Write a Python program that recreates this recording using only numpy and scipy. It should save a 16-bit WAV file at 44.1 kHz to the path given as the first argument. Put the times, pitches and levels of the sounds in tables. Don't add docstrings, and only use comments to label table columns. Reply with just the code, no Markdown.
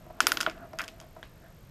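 import sys
import numpy as np
from scipy import signal
from scipy.io import wavfile
from scipy.ndimage import uniform_filter1d

SR = 44100
rng = np.random.default_rng(int(sys.argv[2]) if len(sys.argv) > 2 else 0)


def waveform_to_disk(signal):
    frames = np.transpose(np.atleast_2d(signal))
    scaled = np.clip(frames, -1, 1) * 32767
    samples = np.round(scaled).astype(np.int16)
    wavfile.write(sys.argv[1], SR, samples)


N = 74970
T = np.arange(N) / SR
BANDS_HZ = 25 * 2 ** (np.arange(29) / 3)
CUTOFF_HZ = 16600

# start in seconds, strength in dB, extra dB for the upper middle
# pitches, extra dB for the treble, extra dB for the fasteners, pitch in Hz above which the hit fades.
METAL_HITS = [ (0.2044, 1, -1.5, 0, -13, 10200), (.2690, -1.5, 3.5, 2.5, 1, 12500),
              (.3192, -4.5, -3.5, -0.5, 0, 12400), (0.3719, -9.5, 1.5, -0.5, -7.5, 6500),
              (0.4048, -8, -9, -2, -4, 10200), (0.4104, -13.5, 8, 7, -13, 11800),
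              (0.4141, -19, -5, 6.5, -1, 12700), (.4237, -21.5, -10, 3, -5, 10800),
              (0.4301, -18.5, 2, 2.5, -6, 8800), (.4640, -5, -0.5, -3, -22, 3660),
              (.4980, -25.5, 3, 3.5, -26, 9700), (0.5121, -29, -4, -4, -9, 7900),
              (.5785, -40, 6.5, -6, -16, 5000), (.7328, -39, -4, 6, -26, 5940),
              (0.7879, -20.5, 3.5, 8, -7, 12500), (.7942, -14, -1, -10, -16, 3500),
              (.7975, -18.5, -13, -8, -15, 11000), (.8059, -14.5, -1, -10, -14, 3500),
              (0.8169, -27, -15, 9.5, 4, 14100), (0.8397, -28.5, 5, 0, -6, 13000),
              (0.8442, -39, 16, 13, -6, 12000), (0.8799, -33.5, 13, 14, -1, 12800),
              (0.8867, -39, 20.5, 5, -5, 11000), (1.0014, -38.5, 11, 13.5, -12, 13100),
              (1.0130, -45, 18, 13.5, -16, 14000)]
# pitch in Hz, level in dB, fade time (to fall 60 dB) in seconds.
WALL_TONES = [(112, -54, 0.24), (175.7, -52, 0.66), (271, -48.5, .2), (336.5, -40.5, 0.23),
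              (468.6, -40, 0.098), (590, -32.5, 0.06), (642.6, -27, 0.1), (725, -33, 0.08),
              (975, -33.5, 0.031), (1320, -37.5, .03)]


def from_db(db):
    return 10 ** (np.asarray(db) / 20)


def unit_level(x):
    return x / np.sqrt(np.mean(x ** 2) + 1e-20)


def at_hz(table, hz):
    pitches, *columns = np.transpose(table)
    return [np.interp(np.log(hz), np.log(pitches), column) for column in columns]


def steep_filter(x, hz, kind, order):
    return signal.sosfilt(signal.butter(order, min(hz, CUTOFF_HZ), kind, fs=SR, output="sos"), x)


def band_noise(hz):
    edge = 2 ** (1 / 6)
    band = signal.butter(2, [hz / edge, hz * edge], "band", fs=SR, output="sos")
    return unit_level(signal.sosfilt(band, rng.standard_normal(N + SR // 2))[SR // 2:])


def noise_around(hz, width):
    band = signal.butter(2, [hz - width / 2, hz + width / 2], "band", fs=SR, output="sos")
    return unit_level(signal.sosfilt(band, rng.standard_normal(N)))


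def fade(fade_s):
    return np.exp(-np.log(1000) * T / fade_s)


def clicks(starts, db):
    out = np.zeros(N)
    np.add.at(out, (starts * SR).astype(int), from_db(db))
    return out


def struck(tones, starts, strength_db):
    out = 0
    for k, (hz, db, fade_s) in enumerate(tones):
        decay, turn = np.exp(-np.log(1000) / (fade_s * SR)), 2 * np.pi * hz / SR
        blows = clicks(starts, strength_db + db + 0.8 * rng.standard_normal(len(starts)))
        ring = signal.lfilter([0, np.sin(turn)], [1, -2 * decay * np.cos(turn), decay ** 2], blows + 1e-18)
        out = out + (-1) ** k * ring
    return out


def background():
    # pitch in Hz, level of a noise band there in dB.
    cabin_noise = [(25, -63.5), (50, -65.5), (80, -65.5), (115, -61), (170, -62.5), (230, -70.5),
                   (400, -71), (520, -67), (660, -73), (850, -72.5), (1500, -71.5), (2500, -74.5),
                   (5000, -76), (8000, -76.5), (10000, -81), (13500, -82), (16000, -99)]
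    rumble = sum(from_db(at_hz(cabin_noise, hz)[0]) * band_noise(hz) for hz in BANDS_HZ)
    whine_hz, pulses_per_s, on_share = 12920, 47.95, 0.35
    pulses = uniform_filter1d(((T * pulses_per_s) % 1 < on_share) * 1., size=40)
    return rumble + from_db(-64.5) * pulses * np.sin(2 * np.pi * whine_hz * T)


def hinge():
    # time in seconds, level in dB.
    swing = [(0, -56), (.12, -63.5), (.19, -54), (.5, -57.5), (.64, -53), (.69, -57.5), (.76, -53),
             (.92, -61.5), (1.05, -56.5), (1.12, -70), (1.2, -59.5), (1.3, -77), (1.44, -62), (1.7, -81.5)]
    # pitch in Hz, width in Hz, level in dB.
    rub_bands = [(259, 205, -3.5), (661.7, 81, 1.5), (1050, 930, -7)]
    jerks_per_s, jerk_db = 22, 3
    jerks = np.interp(T * jerks_per_s, np.arange(100), rng.standard_normal(100))
    level_db = np.interp(T, *np.transpose(swing)) + jerk_db * jerks
    return from_db(level_db) * sum(from_db(db) * noise_around(hz, width) for hz, width, db in rub_bands)


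def scrapes():
    # middle in seconds, length in seconds, level in dB, pitch in Hz, width in Hz.
    slides = [(0.597, 0.15, -56, 1375, 380), (0.805, 0.024, -37.5, 2370, 900),
              (0.826, 0.058, -44, 1550, 447), (1.458, 0.066, -60, 1700, 350)]
    return sum(from_db(db) * np.exp(-(2 * (T - middle) / length) ** 2) * noise_around(hz, width)
               for middle, length, db, hz, width in slides)


def ceiling_knock():
    # pitch in Hz, level in dB, fade time in seconds.
    wood_tones = [(978, -17, 0.0067), (1270, -19, 0.0055), (1620, -2, 0.0073), (2170, -15, 0.0081),
                  (3130, -13.5, 0.014), (3740, -18, 0.016), (4900, -29, 0.0076)]
    start, db = np.array([1.2292]), np.array([-26])
    echo = signal.fftconvolve(clicks(start, db - 24), fade(0.2))[:N]
    return struck(wood_tones, start, db) + echo * noise_around(hz=2070, width=2300)


def wall_bumps():
    # start in seconds, strength in dB.
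    bumps = [(.0635, -21), (.1010, -12.5), (.4705, 0.5), (.7328, -10), (1.0130, -21.5), (1.1640, -15),
             (1.1900, -26), (1.2290, -25)]
    starts, db = np.transpose(bumps)
    rustle = signal.fftconvolve(clicks(starts, db - 35), fade(0.084))[:N]
    return struck(WALL_TONES, starts, db) + rustle * noise_around(hz=965, width=790)


def fasteners(starts, strength_db):
    # pitch in Hz, width in Hz, level in dB, fade time in seconds.
    jingles = [ (10370, 200, -37, .11), (11450, 220, -42, .11), (12200, 400, -44, .11),
               (13920, 150, -34, .16)]
    out, hit_power = 0, clicks(starts, strength_db) ** 2
    for hz, width, db, fade_s in jingles:
        power = signal.fftconvolve(hit_power, fade(fade_s) ** 2)[:N]
        out = out + from_db(db) * np.sqrt(np.abs(power)) * noise_around(hz, width)
    return out


def hit_strength_db(hz):
    base_hz, upper_middle_hz, treble_hz = 1490, 2700, 4960
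    anchors = np.log([base_hz, upper_middle_hz, treble_hz])
    return np.array([db + np.interp(np.log(hz), anchors, [0, middle, treble])
                     for _, db, middle, treble, _, _ in METAL_HITS])


def crack_and_echo(starts, top_hz):
    # pitch in Hz, level in dB.
    crack = [(300, -52), (750, -56), (1200, -21.5), (2200, -25.5), (3000, -23), (4300, -36.5),
             (5300, -19.5), (8000, -35), (11000, -36.5), (15000, -26)]
    # pitch in Hz, level in dB, fade time in seconds.
    echo = [(250, -51.5, 0.66), (327, -43.5, 0.5), (453, -51.5, 0.49), (780, -44.5, 0.21),
            (1350, -40, 0.26), (2100, -39.5, .22), (3150, -40, 0.195), (5100, -41.5, .19),
            (7560, -46, 0.23), (10800, -50, 0.17), (15000, -56.5, 0.1)]
    out, echo_rise = 0, 1 - np.exp(-(T / 0.0096) ** 2)
    for hz in BANDS_HZ[10:]:
        crack_db, = at_hz(crack, hz)
        echo_db, echo_s = at_hz(echo, hz)
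        shape = from_db(crack_db) * fade(0.016) + from_db(echo_db) * echo_rise * fade(echo_s)
        dulling_db = -10 * np.log10(1 + (hz / top_hz) ** 10)
        hits = clicks(starts, hit_strength_db(hz) + dulling_db)
        power = signal.fftconvolve(hits ** 2, shape[:SR // 2] ** 2)[:N]
        out = out + np.sqrt(np.abs(power)) * band_noise(hz)
    return out


def frame_clacks(starts, top_hz):
    # pitch in Hz, level in dB, fade time in seconds.
    frame_tones = [(1130, -30, 0.016), (1437, -9, 0.016), (1705, -28.5, 0.015), (2210, -27.5, 0.0086),
                   (2637, -19, 0.011), (2980, -22, 0.012), (3184, -23.5, .013), (3730, -35, 0.023),
                   (4770, -22, .014), (5160, -21.5, 0.012), (6000, -31, 0.011), (6640, -27.5, 0.014),
                   (9200, -29, 0.0069), (10000, -35, 0.0033)]
    hz, tone_db, fade_s = np.transpose(frame_tones)
    out, t = np.zeros(N + SR), T[:SR // 20]
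    for start, hit_db, top in zip(starts, hit_strength_db(hz), top_hz):
        ring_s = fade_s * (1.13 if start > 0.44 else 1)
        tones = np.cos(2 * np.pi * hz[:, None] * t) * np.exp(-np.log(1000) * t / ring_s[:, None])
        clack = from_db(hit_db + tone_db + 0.8 * rng.standard_normal(len(hz))) @ tones
        first = int(start * SR)
        out[first:first + len(t)] += steep_filter(clack, top, "low", order=7)
    return steep_filter(out[:N], 754, "high", order=4)


def scene():
    starts, db, _, _, fastener_db, top_hz = np.transpose(METAL_HITS)
    metal = frame_clacks(starts, top_hz) + fasteners(starts, db + fastener_db)
    cracks = crack_and_echo(starts, top_hz)
    thuds = struck(WALL_TONES, starts, db - 15)
    wood = thuds + wall_bumps() + ceiling_knock()
    return (metal + cracks + wood + hinge() + scrapes() + background())[None]


def record(dry):
    softened = steep_filter(dry, 14400, "low", order=9)
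    return signal.sosfilt(signal.cheby2(14, 60, CUTOFF_HZ, fs=SR, output="sos"), softened)


dry = scene()
out = record(dry)
waveform_to_disk(out)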